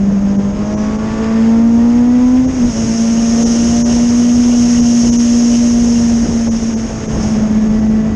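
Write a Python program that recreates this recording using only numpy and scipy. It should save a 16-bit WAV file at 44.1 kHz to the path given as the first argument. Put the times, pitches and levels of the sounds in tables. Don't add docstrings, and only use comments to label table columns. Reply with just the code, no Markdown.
import sys
import numpy as np
from scipy import signal
from scipy.fft import rfft, irfft, next_fast_len
from scipy.io import wavfile

SR = 44100
rng = np.random.default_rng(int(sys.argv[2]) if len(sys.argv) > 2 else 0)


def to_wav(s):
    ch = np.atleast_2d(s).T
    pcm = np.round(np.clip(ch, -1, 1) * 32767)
    wavfile.write(sys.argv[1], SR, pcm.astype(np.int16))


N = 359415

# t/s, f/Hz
FIRING_RATE = [(0, 198), (.5, 200), (.6, 207), (.8, 211), (1.0, 217), (1.3, 222.5), (1.75, 232),
               (2.3, 251.3), (2.53, 259), (2.75, 223.5), (3.0, 228), (3.5, 232.5), (4.4, 241.5), (5.0, 237),
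               (5.8, 237), (6.4, 230), (7.4, 215), (8.15, 218.5)]
# t/s, level/dB
BOOM_LEVEL = [(0, -11), (.45, -12.5), (.54, -18.5), (.84, -15), (1.13, -18.5), (1.45, -8), (2.42, -8),
              (2.66, -11), (2.76, -14.5), (3.05, -11), (3.8, -10.5), (4.35, -8.5), (6.0, -9.5), (6.75, -15),
              (7.0, -26), (7.4, -11), (7.95, -10.5), (8.15, -16)]
# t/s, half length/s, depth/dB
BOOM_SAGS = [(2.52, .055, 8.5), (2.728, 0.027, 8), (2.863, .012, 10), (2.94, .015, 5), (6.28, 0.029, 11.5),
             (6.605, .02, 6), (6.887, 0.027, 8), (7.49, .014, 10), (7.8, .018, 6)]
# t/s, level/dB
BOOM_FLUTTER = [(0, -26.5), (1.1, -33), (2.8, -29), (3.8, -36), (6.0, -33.5), (7.4, -24), (8.15, -29)]
# multiple of the firing rate, level/dB
ENGINE_ORDERS = [(.75, -34), (1.25, -36), (1.5, -38.5), (1.75, -46.5), (2, -34.5), (2.25, -50.5),
                 (2.5, -42), (2.75, -53.5), (3, -39.5), (3.25, -58.5), (3.5, -49.5), (3.75, -59),
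                 (4, -46.5), (4.25, -62), (4.5, -54.5), (5, -54), (5.25, -54.5), (5.5, -62.5), (6, -53),
                 (6.5, -58), (6.75, -63.5), (7, -58.5), (8, -50), (9, -58.5)]
# t/s, level/dB
ORDER_STRENGTH = [(0, -3.5), (.5, -1), (1.35, 2), (2.3, -1), (2.54, -5.5), (2.7, 1), (3.6, 3.5), (4.5, -.5),
                  (5.8, 1), (6.4, -3.5), (7.2, 0), (8.15, 0.5)]
# t/s, opening (0-1)
THROTTLE_OPENING = [(0, 0.4), (.7, 1), (2.4, 0.98), (2.7, 0.07), (6.9, 0), (7.6, .2), (8.15, 0.12)]
# f/Hz, gain/dB
OPEN_THROTTLE_GAIN = [(170, -2), (305, 5.5), (365, -3), (450, 7), (600, 4), (720, 4), (830, 8.5),
                      (1080, 8.5), (1400, 3.5), (1900, 2)]
# t/s, share (0-1)
THROB_SHARE = [(2.5, 0), (2.75, 0.9), (6.1, 1), (6.9, 0)]
# t/s, level/dB
RASP_LEVEL = [(0, -43.5), (1.0, -39), (1.35, -36.5), (1.68, -40.5), (3.4, -38), (5.2, -40), (6.8, -40),
              (7.25, -38.5), (8.15, -42.5)]
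# f/Hz, level/dB
RASP_SPECTRUM = [(500, -13), (1000, 2), (1450, 0), (1950, -0.5), (2300, -3), (3400, -8.5), (4200, -14.5),
                 (5100, -6), (5750, -10), (6100, -20), (6480, -11.5), (7200, -13), (9000, -31),
                 (12000, -59)]
# t/s, buffeting level/dB, roar level/dB
WIND_LEVELS = [(0, -26, -27.5), (2.2, -27.5, -29.5), (3.15, -29, -29), (3.5, -26, -25), (5.2, -28.5, -28.5),
               (6.3, -24.5, -25), (6.8, -26, -27.5), (7.4, -22.5, -24), (8.15, -23.5, -26.5)]
# f/Hz, level/dB
BUFFET_SPECTRUM = [(12, -15.5), (25, -2), (55, 2), (100, 0), (160, -3), (230, -6.5), (330, -14), (600, -28)]
# f/Hz, level/dB
ROAR_SPECTRUM = [(120, -20), (250, 4), (340, 0), (520, -2.5), (720, -6.5), (950, -14), (1400, -21.5),
                 (3000, -41.5)]
# t/s, rise in buffeting/dB
GUST_RISES = [(.54, 2.5), (2.47, 6), (2.66, 6.5), (2.84, 7.5), (3.46, 4.5), (3.68, 4.5), (3.95, 3.5),
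              (4.81, 7), (5.1, 6), (5.82, 3.5), (6.3, 4.5), (7.16, 5.5)]
# t/s, level/dB
GAP_FLOW = [(0, -47), (2.1, -43.5), (2.42, -39.5), (2.85, -27), (3.2, -29), (3.45, -25.5), (3.9, -25.5),
            (4.15, -28), (5.03, -24.5), (5.95, -27.5), (6.15, -30), (6.7, -33), (7.0, -37), (7.3, -32),
            (7.45, -40), (8.15, -49)]
# f/Hz, level/dB
HISS_SPECTRUM = [(1300, -26), (2400, -15.5), (2900, -12), (3700, -15.5), (4500, -16), (5000, -8.5),
                 (5500, -0.5), (6150, -2.5), (6500, 1.5), (7050, -12), (7700, -16.5), (9200, -22.5),
                 (10500, -34.5), (12500, -53)]
# t/s, depth/dB
TREBLE_DIPS = [(.376, 12), (.526, 5), (.759, 14), (.975, 8), (2.47, 8.5), (3.447, 15), (3.84, 22),
               (4.815, 7.5), (5.112, 16), (5.177, 13), (6.5, 15), (6.757, 13), (7.075, 10), (7.69, 3),
               (7.81, 4), (7.89, 6)]
# start/s, end/s, multiple of the firing rate, level/dB
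GEAR_WHINES = [(0.748, 1.416, 5.25, -40), (.85, 1.45, 6.5, -41), (7.581, 8.4, 9, -46.5)]
# t/s, half length/s, level/dB
GUST_SLAPS = [(2.772, 0.032, -26), (3.447, 0.039, -30), (5.05, 0.027, -22), (7.16, .05, -28)]

TIME = np.arange(N) / SR


def from_db(db):
    return 10 ** (np.asarray(db) / 20)


def unit_rms(x):
    return x / np.sqrt(np.mean(x ** 2) + 1e-20)


def curves(rows):
    times, *columns = np.transpose(rows)
    return [np.interp(TIME, times, column) for column in columns]


def bumps(rows, half_length_s):
    return sum(height * np.exp(-((TIME - at) / half_length_s) ** 2) for at, height in rows)


def arch(start, end):
    return np.sin(np.pi * np.clip((TIME - start) / (end - start), 0, 1))


def drift(rate_hz):
    step, settling = 40, 2000
    pole = np.exp(-2 * np.pi * rate_hz * step / SR)
    noise = rng.standard_normal(N // step + settling + 2)
    slow = signal.lfilter([1], [1, -2 * pole, pole * pole], noise)[settling:]
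    return np.interp(np.arange(N) / step, np.arange(len(slow)), unit_rms(slow))


def resonant_noise(hz, width_hz):
    radius = np.exp(-np.pi * width_hz / SR)
    feedback = [1, -2 * radius * np.cos(2 * np.pi * hz / SR), radius ** 2]
    return unit_rms(signal.lfilter([1, 0, -1], feedback, rng.standard_normal(N)))


def dull_resonance(hz, width_hz, cutoff_hz):
    lowpass = signal.butter(2, cutoff_hz, fs=SR, output="sos")
    return unit_rms(signal.sosfilt(lowpass, resonant_noise(hz, width_hz)))


def narrow_band(hz, width_hz):
    skirts = signal.butter(2, [hz * 7 / 8, hz * 9 / 8], "band", fs=SR, output="sos")
    return unit_rms(signal.sosfilt(skirts, resonant_noise(hz, width_hz)))


def turbulence(spectrum, flicker_db, flicker_hz):
    size = next_fast_len(N)
    hz, db = np.transpose(spectrum)
    log_hz = np.log(np.arange(size // 2 + 1) * SR / size + 1e-3)
    gain = from_db(np.interp(log_hz, np.log(hz), db, left=-100, right=-100))
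    noise = irfft(rfft(rng.standard_normal(size)) * gain, size)[:N]
    return unit_rms(noise * from_db(flicker_db * drift(flicker_hz)))


def firing_phase(jitter=0.000986, snatch_at_s=2.675, swing_hz=9, rock_hz=8.7):
    firing_hz, = curves(FIRING_RATE)
    snatch_hz = bumps([(snatch_at_s, swing_hz)], half_length_s=0.087)
    firing_hz += snatch_hz * np.cos(2 * np.pi * rock_hz * (TIME - snatch_at_s))
    return 2 * np.pi * np.cumsum(firing_hz * (1 + jitter * drift(11.94))) / SR


def airbox_boom(phase, gain_db=-0.2, flutter_hz=11.6):
    sag_db = sum(bumps([(at, depth_db)], half_length) for at, half_length, depth_db in BOOM_SAGS)
    level = from_db(curves(BOOM_LEVEL)[0] + gain_db - sag_db)
    swell, sway = [dull_resonance(flutter_hz, width_hz=10, cutoff_hz=3 * flutter_hz) for _ in range(2)]
    depth = np.minimum(from_db(curves(BOOM_FLUTTER)[0]), .5 * level)
    return np.sqrt(2) * ((level + depth * swell) * np.sin(phase) + depth * sway * np.cos(phase))


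def engine_orders(phase, gain_db=-0.66, waver_db=2.5, even_running_hz=238,
                  throb_order=2.5, throb_hz=8, throb_lift_db=4.5, throb_depth=0.53):
    firing_hz, = curves(FIRING_RATE)
    throttle, = curves(THROTTLE_OPENING)
    share, = curves(THROB_SHARE)
    lift_hz, lift_db = np.transpose(OPEN_THROTTLE_GAIN)
    lumpy_db = np.minimum(0.1 * (even_running_hz - firing_hz), 8)
    beat = np.sin(2 * np.pi * throb_hz * TIME + .5 * drift(1))
    throb = from_db(throb_lift_db * share) * (1 + throb_depth * share * beat)
    shaken = phase + 0.031 * drift(49)
    comb = np.zeros(N)
    for multiple, order_db in ENGINE_ORDERS:
        throttle_db = throttle * np.interp(multiple * firing_hz, lift_hz, lift_db)
        level = from_db(order_db + throttle_db + waver_db * drift(7.1))
        tone = level * np.sin(multiple * shaken + rng.uniform(0, 2 * np.pi) + .2 * drift(12))
        if multiple == throb_order:
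            tone *= throb
        elif multiple % 2 != 0:
            tone *= from_db(lumpy_db)
        comb += tone
    return np.sqrt(2) * comb * from_db(curves(ORDER_STRENGTH)[0] + gain_db)


def intake_rasp(phase, gain_db=3.5, pulsing=0.17):
    surge = 1 + pulsing * (np.cos(phase) + .5 * np.cos(phase / 2))
    noise = turbulence(RASP_SPECTRUM, flicker_db=.85, flicker_hz=12)
    return from_db(curves(RASP_LEVEL)[0] + gain_db) * unit_rms(surge * noise)


def wind(buffet_gain_db=2, roar_gain_db=-2):
    buffet_db, roar_db = curves(WIND_LEVELS)
    gust_db = bumps(GUST_RISES, half_length_s=0.049)
    buffet = turbulence(BUFFET_SPECTRUM, flicker_db=0.74, flicker_hz=14)
    roar = turbulence(ROAR_SPECTRUM, flicker_db=2.1, flicker_hz=18)
    return (from_db(buffet_db + gust_db + buffet_gain_db) * buffet
            + from_db(roar_db + .6 * gust_db + roar_gain_db) * roar)


def housing_hiss(hiss_gain_db=-1, sputter_gain_db=-8, whistle_db=-34.5, whistle_growth=0.61):
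    flow_db, = curves(GAP_FLOW)
    hiss = turbulence(HISS_SPECTRUM, flicker_db=.85, flicker_hz=8.7)
    sputter = unit_rms(narrow_band(hz=5570, width_hz=1000) * from_db(4.5 * drift(16)))
    whistle = narrow_band(hz=6484, width_hz=150)
    return (from_db(flow_db + hiss_gain_db) * hiss
            + from_db(flow_db + sputter_gain_db) * sputter
            + from_db(whistle_db + whistle_growth * (flow_db - flow_db.max())) * whistle)


def gap_buzz(gain_db=-19, flicker_db=4):
    flow_db, = curves(GAP_FLOW)
    buzz = narrow_band(hz=2896, width_hz=450) * from_db(flicker_db * drift(25))
    return from_db(flow_db + gain_db) * unit_rms(buzz)


def dip_treble(sound, above_hz=990, housing_band_hz=(5500, 7000)):
    bass = signal.sosfiltfilt(signal.butter(2, above_hz, fs=SR, output="sos"), sound)
    ringing = signal.sosfiltfilt(signal.butter(2, housing_band_hz, "band", fs=SR, output="sos"), sound)
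    steady = bass + ringing
    return steady + (sound - steady) * from_db(-bumps(TREBLE_DIPS, half_length_s=0.012))


def squeal(start_s=.63, end_s=.98, level_db=-44.5, flicker_db=3.5):
    envelope = from_db(level_db + flicker_db * drift(15)) * np.sqrt(abs(arch(start_s, end_s)))
    return envelope * narrow_band(hz=5860, width_hz=130)


def gear_whine(phase, backlash_rad=0.054):
    shaken = phase + backlash_rad * drift(30)
    return np.sqrt(2) * sum(from_db(db) * np.sqrt(abs(arch(start, end))) * np.sin(multiple * shaken)
                            for start, end, multiple, db in GEAR_WHINES)


def gust_slaps():
    puff = dull_resonance(hz=430, width_hz=170, cutoff_hz=860)
    return puff * sum(from_db(db) * arch(at - half, at + half) ** 2 for at, half, db in GUST_SLAPS)


def scene():
    phase = firing_phase()
    engine = airbox_boom(phase) + engine_orders(phase) + gear_whine(phase) + intake_rasp(phase)
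    bike = engine + squeal()
    air = wind() + gust_slaps() + housing_hiss() + gap_buzz()
    return dip_treble(bike + air)[None, :]


def record(dry, ceiling=.9, stopband_hz=14200):
    rounded = dry / (1 + (dry / ceiling) ** 6) ** (1 / 6)
    return signal.sosfilt(signal.cheby2(12, 70, stopband_hz, fs=SR, output="sos"), rounded)


dry = scene()
out = record(dry)
to_wav(out)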